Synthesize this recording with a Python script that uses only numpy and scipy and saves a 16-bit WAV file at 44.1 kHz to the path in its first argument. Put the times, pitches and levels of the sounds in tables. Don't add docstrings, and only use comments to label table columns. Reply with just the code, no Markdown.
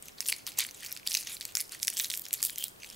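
import sys
import numpy as np
from scipy import signal
from scipy.fft import rfft, irfft, next_fast_len
from scipy.io import wavfile
from scipy.ndimage import uniform_filter1d, minimum_filter1d

SR = 44100
rng = np.random.default_rng(int(sys.argv[2]) if len(sys.argv) > 2 else 0)


def invert_db(x):
    u = np.asarray(x, float) / 20
    return 10 ** u


def generate_wav(sig):
    pcm = np.round(np.clip(np.atleast_2d(sig).T, -1, 1) * 32767).astype(np.int16)
    wavfile.write(sys.argv[1], SR, pcm)


N = 130095

# (frequency [Hz], density [dB per Hz])
AIR_CENTRE = [(25, -2), (50, -4), (120, -2), (400, -5), (840, -10), (1600, -14), (4000, -17.5),
              (15000, -15.5)]
AIR_DIFFERENCE = [(25, -31), (100, -12), (330, -4), (620, -6), (1500, -9.5), (3600, -16), (8000, -26.5),
                  (15000, -35)]
# (frequency [Hz], level [dB])
FILM_COLOUR = [(450, -33), (1200, -18.5), (2300, -1), (3500, -1.5), (4600, 2.5), (6300, 1), (10500, 0.5),
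               (14500, -2)]
# (start [s], hold [s], level [dB], treble over low [dB])
SQUEEZES = [(0.02, 0.081, -55, -7), (0.175, 0.041, -51, -10), (0.206, 0.017, -44, 7),
            (0.253, 0.0062, -38.5, 4), (0.281, 0.0076, -28.5, 0), (0.328, 0.062, -51.5, -6),
            (0.469, 0.0068, -37, -6.5), (0.52, 0.063, -59, -22), (0.582, 0.02, -27.5, 0),
            (0.63, 0.011, -41.5, 17), (0.737, 0.11, -51.5, -5), (0.825, 0.051, -42, -0.5),
            (0.908, 0.063, -50.5, -11), (1.059, 0.16, -41, 3), (1.258, 0.085, -41, -3),
            (1.417, 0.083, -49.5, -8.5), (1.556, 0.048, -38, 9), (1.713, 0.03, -43.5, -13),
            (1.816, 0.02, -40.5, 11), (1.873, 0.013, -52, 14), (1.934, 0.014, -44, 13),
            (1.962, 0.085, -36, 4.5), (2.108, 0.084, -41.5, 15), (2.21, 0.067, -50, 0),
            (2.324, .015, -37.5, 1), (2.383, 0.025, -45.5, -8), (2.427, 0.039, -35.5, 21),
            (2.5, 0.091, -54.5, 26), (2.58, 0.071, -41, 13), (2.8, 0.17, -54.5, -9.5)]
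# (start [s], end [s], pitch [Hz], level [dB], glide [Hz per s])
TAUT_PANELS = [(0.317, 0.434, 3160, -22, 0), (0.581, 0.592, 750, -16, 0), (1.08, 1.208, 4600, -29, -2),
               (1.266, 1.361, 6250, -7, 13000), (1.272, 1.352, 3540, -8, 0), (1.564, 1.628, 2190, -11.5, 0),
               (2.478, 2.67, 3160, -7, 2), (2.804, 2.87, 6220, -0.5, -2), (2.82, 2.883, 7640, -7, 0),
               (2.815, 2.923, 9650, -14, 2), (2.864, 2.96, 3200, -4.5, 0), (1.236, 1.343, 2420, -8, 0)]
# (time [s], level [dB], main pitch [Hz])
CREASE_SNAPS = [(0.025, -38.5, 9000), (0.0568, -44, 12600), (0.0838, -38.5, 6260), (0.2057, -24.5, 6070),
                (0.2633, -32, 6740), (0.2777, -29, 10700), (0.2864, -18.5, 9500), (0.3015, -28, 9900),
                (0.3213, -29, 5360), (0.3252, -21.5, 1890), (0.364, -40, 8600), (0.467, -30, 5900),
                (0.475, -32.5, 13300), (0.5189, -43, 4100), (0.588, -15, 9700), (0.597, -25.5, 3600),
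                (0.6071, -27, 8900), (0.6497, -34, 2360), (0.6886, -39, 2260), (0.7105, -39.5, 6000),
                (0.8065, -42.5, 9300), (0.8316, -39.5, 4570), (0.8628, -34, 6350), (0.9177, -34, 4600),
                (0.926, -28, 12300), (0.9653, -37.5, 2160), (0.974, -37, 6000), (1.031, -48, 2160),
                (1.0742, -21, 4930), (1.108, -33, 6800),
                (1.1114, -30.5, 5940), (1.118, -27.5, 4840), (1.129, -30.5, 11500), (1.137, -30, 6600),
                (1.1424, -23, 5630), (1.1497, -12.5, 5100), (1.1707, -23.5, 5260), (1.174, -28, 5070),
                (1.273, -48, 2520), (1.368, -38, 3760), (1.4102, -30.5, 4900), (1.4526, -28, 6600),
                (1.5524, -17.5, 6560), (1.5702, -23, 6540), (1.5984, -32.5, 4500), (1.6046, -30.5, 4900),
                (1.6113, -25, 11200), (1.694, -41.5, 6600), (1.721, -34, 9000), (1.747, -40.5, 7700),
                (1.83, -21, 6400), (1.849, -30.5, 6550), (1.872, -25.5, 7760), (1.8798, -15, 6300),
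                (1.9016, -28.5, 9400), (1.9388, -38, 8750), (1.97, -27.5, 6700), (1.98, -31, 12300),
                (1.9913, -25, 9300), (1.9981, -18, 6200),
                (2.0054, -30, 3470), (2.0447, -27.5, 4440), (2.0558, -32.5, 5330), (2.101, -27.5, 7840),
              (2.1055, -29, 5000), (2.1154, -32, 3860), (2.139, -28, 2830), (2.1752, -28.5, 12600),
              (2.1953, -31.5, 13000), (2.2191, -35.5, 12400), (2.2537, -36.5, 6250), (2.2845, -38.5, 12600),
              (2.3085, -38.5, 2580), (2.3302, -22, 10500), (2.3379, -17, 11700), (2.419, -36, 10200),
              (2.4278, -11, 8100), (2.4506, -20, 11300), (2.4586, -28, 13500), (2.4969, -32.5, 3540),
              (2.5048, -34.5, 10200), (2.531, -41, 10100), (2.559, -35, 6600), (2.583, -26, 14200),
              (2.6251, -34, 3620), (2.6403, -23, 10100), (2.682, -35.5, 13200), (2.833, -38.5, 2380),
              (2.8454, -38.5, 3500), (2.901, -38.5, 5960)]
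# (time [s], level [dB], main pitch [Hz])
FURTHER_SNAPS = [(1.571, -32.5, 2800), (1.8808, -30.5, 1100), (2.1015, -31, 2900), (2, -30, 2800),
                        (1.272, -35, 4300), (1.604, -26.5, 10700), (1.9, -35, 11000), (1.8, -43, 4400),
                        (0.91, -40, 11500), (1.1, -39, 5800), (2, -44, 2600), (1.6793, -49, 8400), (1.5225, -46, 7800),
                        (.9979, -48.5, 2000), (1.2, -47, 5300), (1.9273, -42, 2100),
                        (0.225, -46, 4630), (0.2486, -45, 6700), (0.2588, -37.5, 2970), (0.47, -39, 13200),
                 (0.4839, -37.5, 4020), (0.5733, -43, 4140), (0.6664, -36, 11000), (0.6954, -48, 4500),
                 (1.0693, -34, 10900), (1.085, -33, 4500), (1.1234, -34, 4700), (1.1558, -35, 6200),
                 (1.209, -41, 5460), (1.2277, -40, 4360), (1.3188, -41, 3340), (1.4005, -45, 8050),
                 (1.4165, -37, 3400), (1.427, -40, 6600), (1.5588, -36, 12800), (1.6165, -43, 13600),
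                 (1.7926, -44, 10800), (1.8362, -37, 12500), (1.855, -44, 13400), (1.8868, -29, 10300),
                 (1.9326, -38, 9200), (1.988, -33, 12900), (2.0114, -41, 12340), (2.039, -38, 12300),
                 (2.069, -39, 12100), (2.1244, -37, 6300), (2.132, -36, 14100), (2.136, -35, 13100),
                 (2.1494, -33, 12800), (2.156, -36, 8200), (2.2645, -39, 2310), (2.344, -33, 6000),
                 (2.4379, -23, 10900), (2.4426, -31, 8400), (2.4685, -32, 13200), (2.5773, -39.5, 3460),
                 (2.588, -37, 13800), (2.5982, -46, 3130), (2.7622, -55.5, 3380), (2.802, -50, 6370),
                 (2.85, -48, 6300), (2.89, -46, 6000), (2.9117, -47, 3200), (2.9263, -47, 4500)]

AIR_CENTRE_DB, AIR_DIFFERENCE_DB = -57.5, -57
HUM_DB, HUM_HZ = -74, 120
ROOM_DB, ROOM_T60_S, ROOM_WIDTH, ROOM_DULL_HZ = -17, 0.33, 0.3, 12600

PAN_DB, PAN_SPREAD_DB = -0.7, 5
PIVOT_HZ, TILT_SPAN_OCT = 6000, 0.94

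RISE_S, RISE_DB_PER_S, SETTLE_DB_PER_S = 0.0052, 1502, 366
CLICKS_PER_S, CLICK_S = 450, 0.0004
CLICK_SPREAD_DB, CLICK_COLOUR_DB, RUB_DB = 3, 5.5, -1
SLIDE_START_S, SLIDE_END_S = 1.25, 1.36
RING_SHARE = 0.16
FLICKER_DB, PATCH_DB = 5, 6.5
PANEL_WIDTH_HZ = 550

SNAP_DB, SNAP_HOLD_S, SNAP_FALL_S, SNAP_SAG_DB = -4, 0.0014, 0.00025, -6
CRACK_DB, SNAP_TILT_DB, RIPPLE_DB = 4, 29, 2.5
MODE_DB, MODE_WIDTH_HZ = 8, 1100
EVEN_SHARE = 0.5


def level(x, db):
    return x * invert_db(db) / np.sqrt(np.mean(x ** 2, axis=-1, keepdims=True) + 1e-20)


def curve(table, hz):
    table_hz, db = np.array(table, float).T
    return np.interp(np.log(np.maximum(hz, 1)), np.log(table_hz), db)


def lean(hz):
    return 0.5 * np.tanh(np.log2(np.maximum(hz, 1) / PIVOT_HZ) / TILT_SPAN_OCT)


def walk(hold_s):
    hold = int(hold_s * SR)
    steps = np.repeat(rng.standard_normal(N // hold + 1), hold)[:N]
    return uniform_filter1d(steps, hold // 2)


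def coloured(table):
    size = next_fast_len(N)
    hz = np.arange(size // 2 + 1) * SR / size
    spectrum = rfft(rng.standard_normal(size)) * invert_db(curve(table, hz)) * (hz > 20)
    return level(irfft(spectrum, size)[:N], 0)


def air():
    hum = invert_db(HUM_DB) * np.sin(2 * np.pi * HUM_HZ * np.arange(N) / SR)
    centre = invert_db(AIR_CENTRE_DB) * coloured(AIR_CENTRE)
    difference = invert_db(AIR_DIFFERENCE_DB) * coloured(AIR_DIFFERENCE)
    return centre + hum + difference * np.array([[1], [-1]])


def room(x):
    t = np.arange(SR // 2) / SR
    decay = invert_db(-60 * t / ROOM_T60_S) * np.clip(t / 0.0019, 0, 1)
    mid, side = rng.standard_normal((2, len(t))) * decay
    ports = [mid + ROOM_WIDTH * side, mid - ROOM_WIDTH * side]
    tail = signal.lfilter(*signal.butter(1, ROOM_DULL_HZ, fs=SR), ports)
    tail = tail / np.sqrt((tail ** 2).sum(axis=1, keepdims=True))
    return invert_db(ROOM_DB) * signal.fftconvolve(x.mean(axis=0)[None], tail, axes=1)[:, :N]


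def ring(x, hz, width_hz):
    return signal.lfilter(*signal.iirpeak(hz, hz / width_hz, fs=SR), x)


def squeezes(t):
    start, hold, db, tilt_db = np.array(SQUEEZES, float).T[:, :, None]
    settle_db = SETTLE_DB_PER_S * np.maximum(t - start - hold, 0)
    rise_db = RISE_DB_PER_S * np.maximum(start + RISE_S - t, 0)
    power = invert_db(2 * (db - settle_db - rise_db))
    total = power.sum(axis=0) + 1e-14
    return total, (power * tilt_db).sum(axis=0) / total


def taut_panels(drive, t):
    out = np.zeros(N)
    for start, end, hz, db, glide in TAUT_PANELS:
        held = np.clip(np.minimum(t - start, end - t) / RISE_S, 0, 1)
        tone = ring(ring(drive, hz, PANEL_WIDTH_HZ), hz, PANEL_WIDTH_HZ)
        tone = signal.hilbert(tone, next_fast_len(N))[:N]
        tone = np.real(tone * np.exp(1j * np.pi * glide * (t - start) ** 2))
        out += held * level(tone, db) * invert_db(FLICKER_DB / 2 * walk(0.012))
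    return out


def rustle():
    t = np.arange(N) / SR
    power, tilt_db = squeezes(t)
    hit = rng.random(N) < CLICKS_PER_S / SR
    not_sliding = (t < SLIDE_START_S) | (t > SLIDE_END_S)
    click_db = np.minimum(CLICK_SPREAD_DB * rng.exponential(size=N), 7)
    clicks = hit * invert_db(click_db) * not_sliding
    click_decay = np.exp(-1 / (CLICK_S * SR))
    out = np.zeros(N)
    for hz in 800 * 2 ** np.arange(0, 4.3, 1 / 4):
        drive = clicks * invert_db(CLICK_COLOUR_DB * rng.standard_normal(N))
        drive = signal.lfilter([1], [1, -click_decay], drive)
        drive = level(drive * rng.standard_normal(N), 0)
        drive = drive + invert_db(RUB_DB) * rng.standard_normal(N)
        patchy_db = FLICKER_DB * walk(0.008) + PATCH_DB * walk(0.04)
        gain_db = curve(FILM_COLOUR, hz) + tilt_db * lean(hz) + patchy_db
        out += ring(drive, hz, RING_SHARE * hz) * invert_db(gain_db)
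    out = out / np.sqrt(uniform_filter1d(out ** 2, SR // 25) + 1e-12)
    out = out + taut_panels(drive, t)
    return out * np.sqrt(power) * invert_db(np.array([[PAN_DB], [-PAN_DB]]) / 2)


def snap_colour(hz):
    size = 256
    f = np.arange(1, size + 2) * SR / (2 * size)
    chance = rng.random((3, len(hz), 1))
    ripple = sum(np.sin(2 * np.pi * (f / (1900 * 1.6 ** k) + chance[k])) for k in range(3))
    mode = np.exp(-0.5 * ((f - hz[:, None]) / MODE_WIDTH_HZ) ** 2)
    tilt_db = SNAP_TILT_DB * lean(hz)[:, None] * lean(f)
    colour_db = curve(FILM_COLOUR, f) + tilt_db + MODE_DB * mode + RIPPLE_DB * ripple
    cepstrum = irfft(np.log(invert_db(colour_db)))
    cepstrum[:, 1:size] *= 2
    cepstrum[:, size + 1:] = 0
    return np.exp(rfft(cepstrum))


def snaps(rows):
    at, db, hz = np.array(rows, float).T
    size = 256
    t = np.arange(size) / SR
    shape = invert_db(SNAP_SAG_DB * t / SNAP_HOLD_S) * np.exp(-np.maximum(t - SNAP_HOLD_S, 0) / SNAP_FALL_S)
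    push = rng.standard_normal((len(at), size)) * shape
    push[:, 1] += 4 * invert_db(CRACK_DB)
    grit = rfft(push, 2 * size)
    grit = grit / np.abs(grit) ** EVEN_SHARE
    snap = irfft(grit * snap_colour(hz))[:, :size] * np.cos(np.pi / 2 * t / t[-1])
    snap = level(snap, 0) * invert_db(db + SNAP_DB)[:, None]
    pan_db = PAN_DB + PAN_SPREAD_DB * rng.uniform(-1, 1, (len(at), 1))
    out = np.zeros((2, N + size))
    where = (at * SR).astype(int)[:, None] + np.arange(size)
    np.add.at(out[0], where, snap * invert_db(pan_db / 2))
    np.add.at(out[1], where, snap * invert_db(-pan_db / 2))
    return out[:, :N]


def scene():
    creases = snaps(CREASE_SNAPS)
    wrapper = creases + rustle() + snaps(FURTHER_SNAPS)
    return wrapper + room(wrapper) + air()


def roll_off(x):
    return signal.sosfilt(signal.butter(12, 16820, fs=SR, output="sos"), x)


def record(dry):
    peak = np.abs(dry).max(axis=0) + 1e-9
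    gain = minimum_filter1d(np.minimum(1, 0.45 / peak), size=41)
    limited = dry * uniform_filter1d(gain, size=31)
    top_cut = signal.ellip(8, 0.2, 30, 15750, fs=SR, output="sos")
    return roll_off(signal.sosfilt(top_cut, limited))


dry = scene()
out = record(dry)
generate_wav(out)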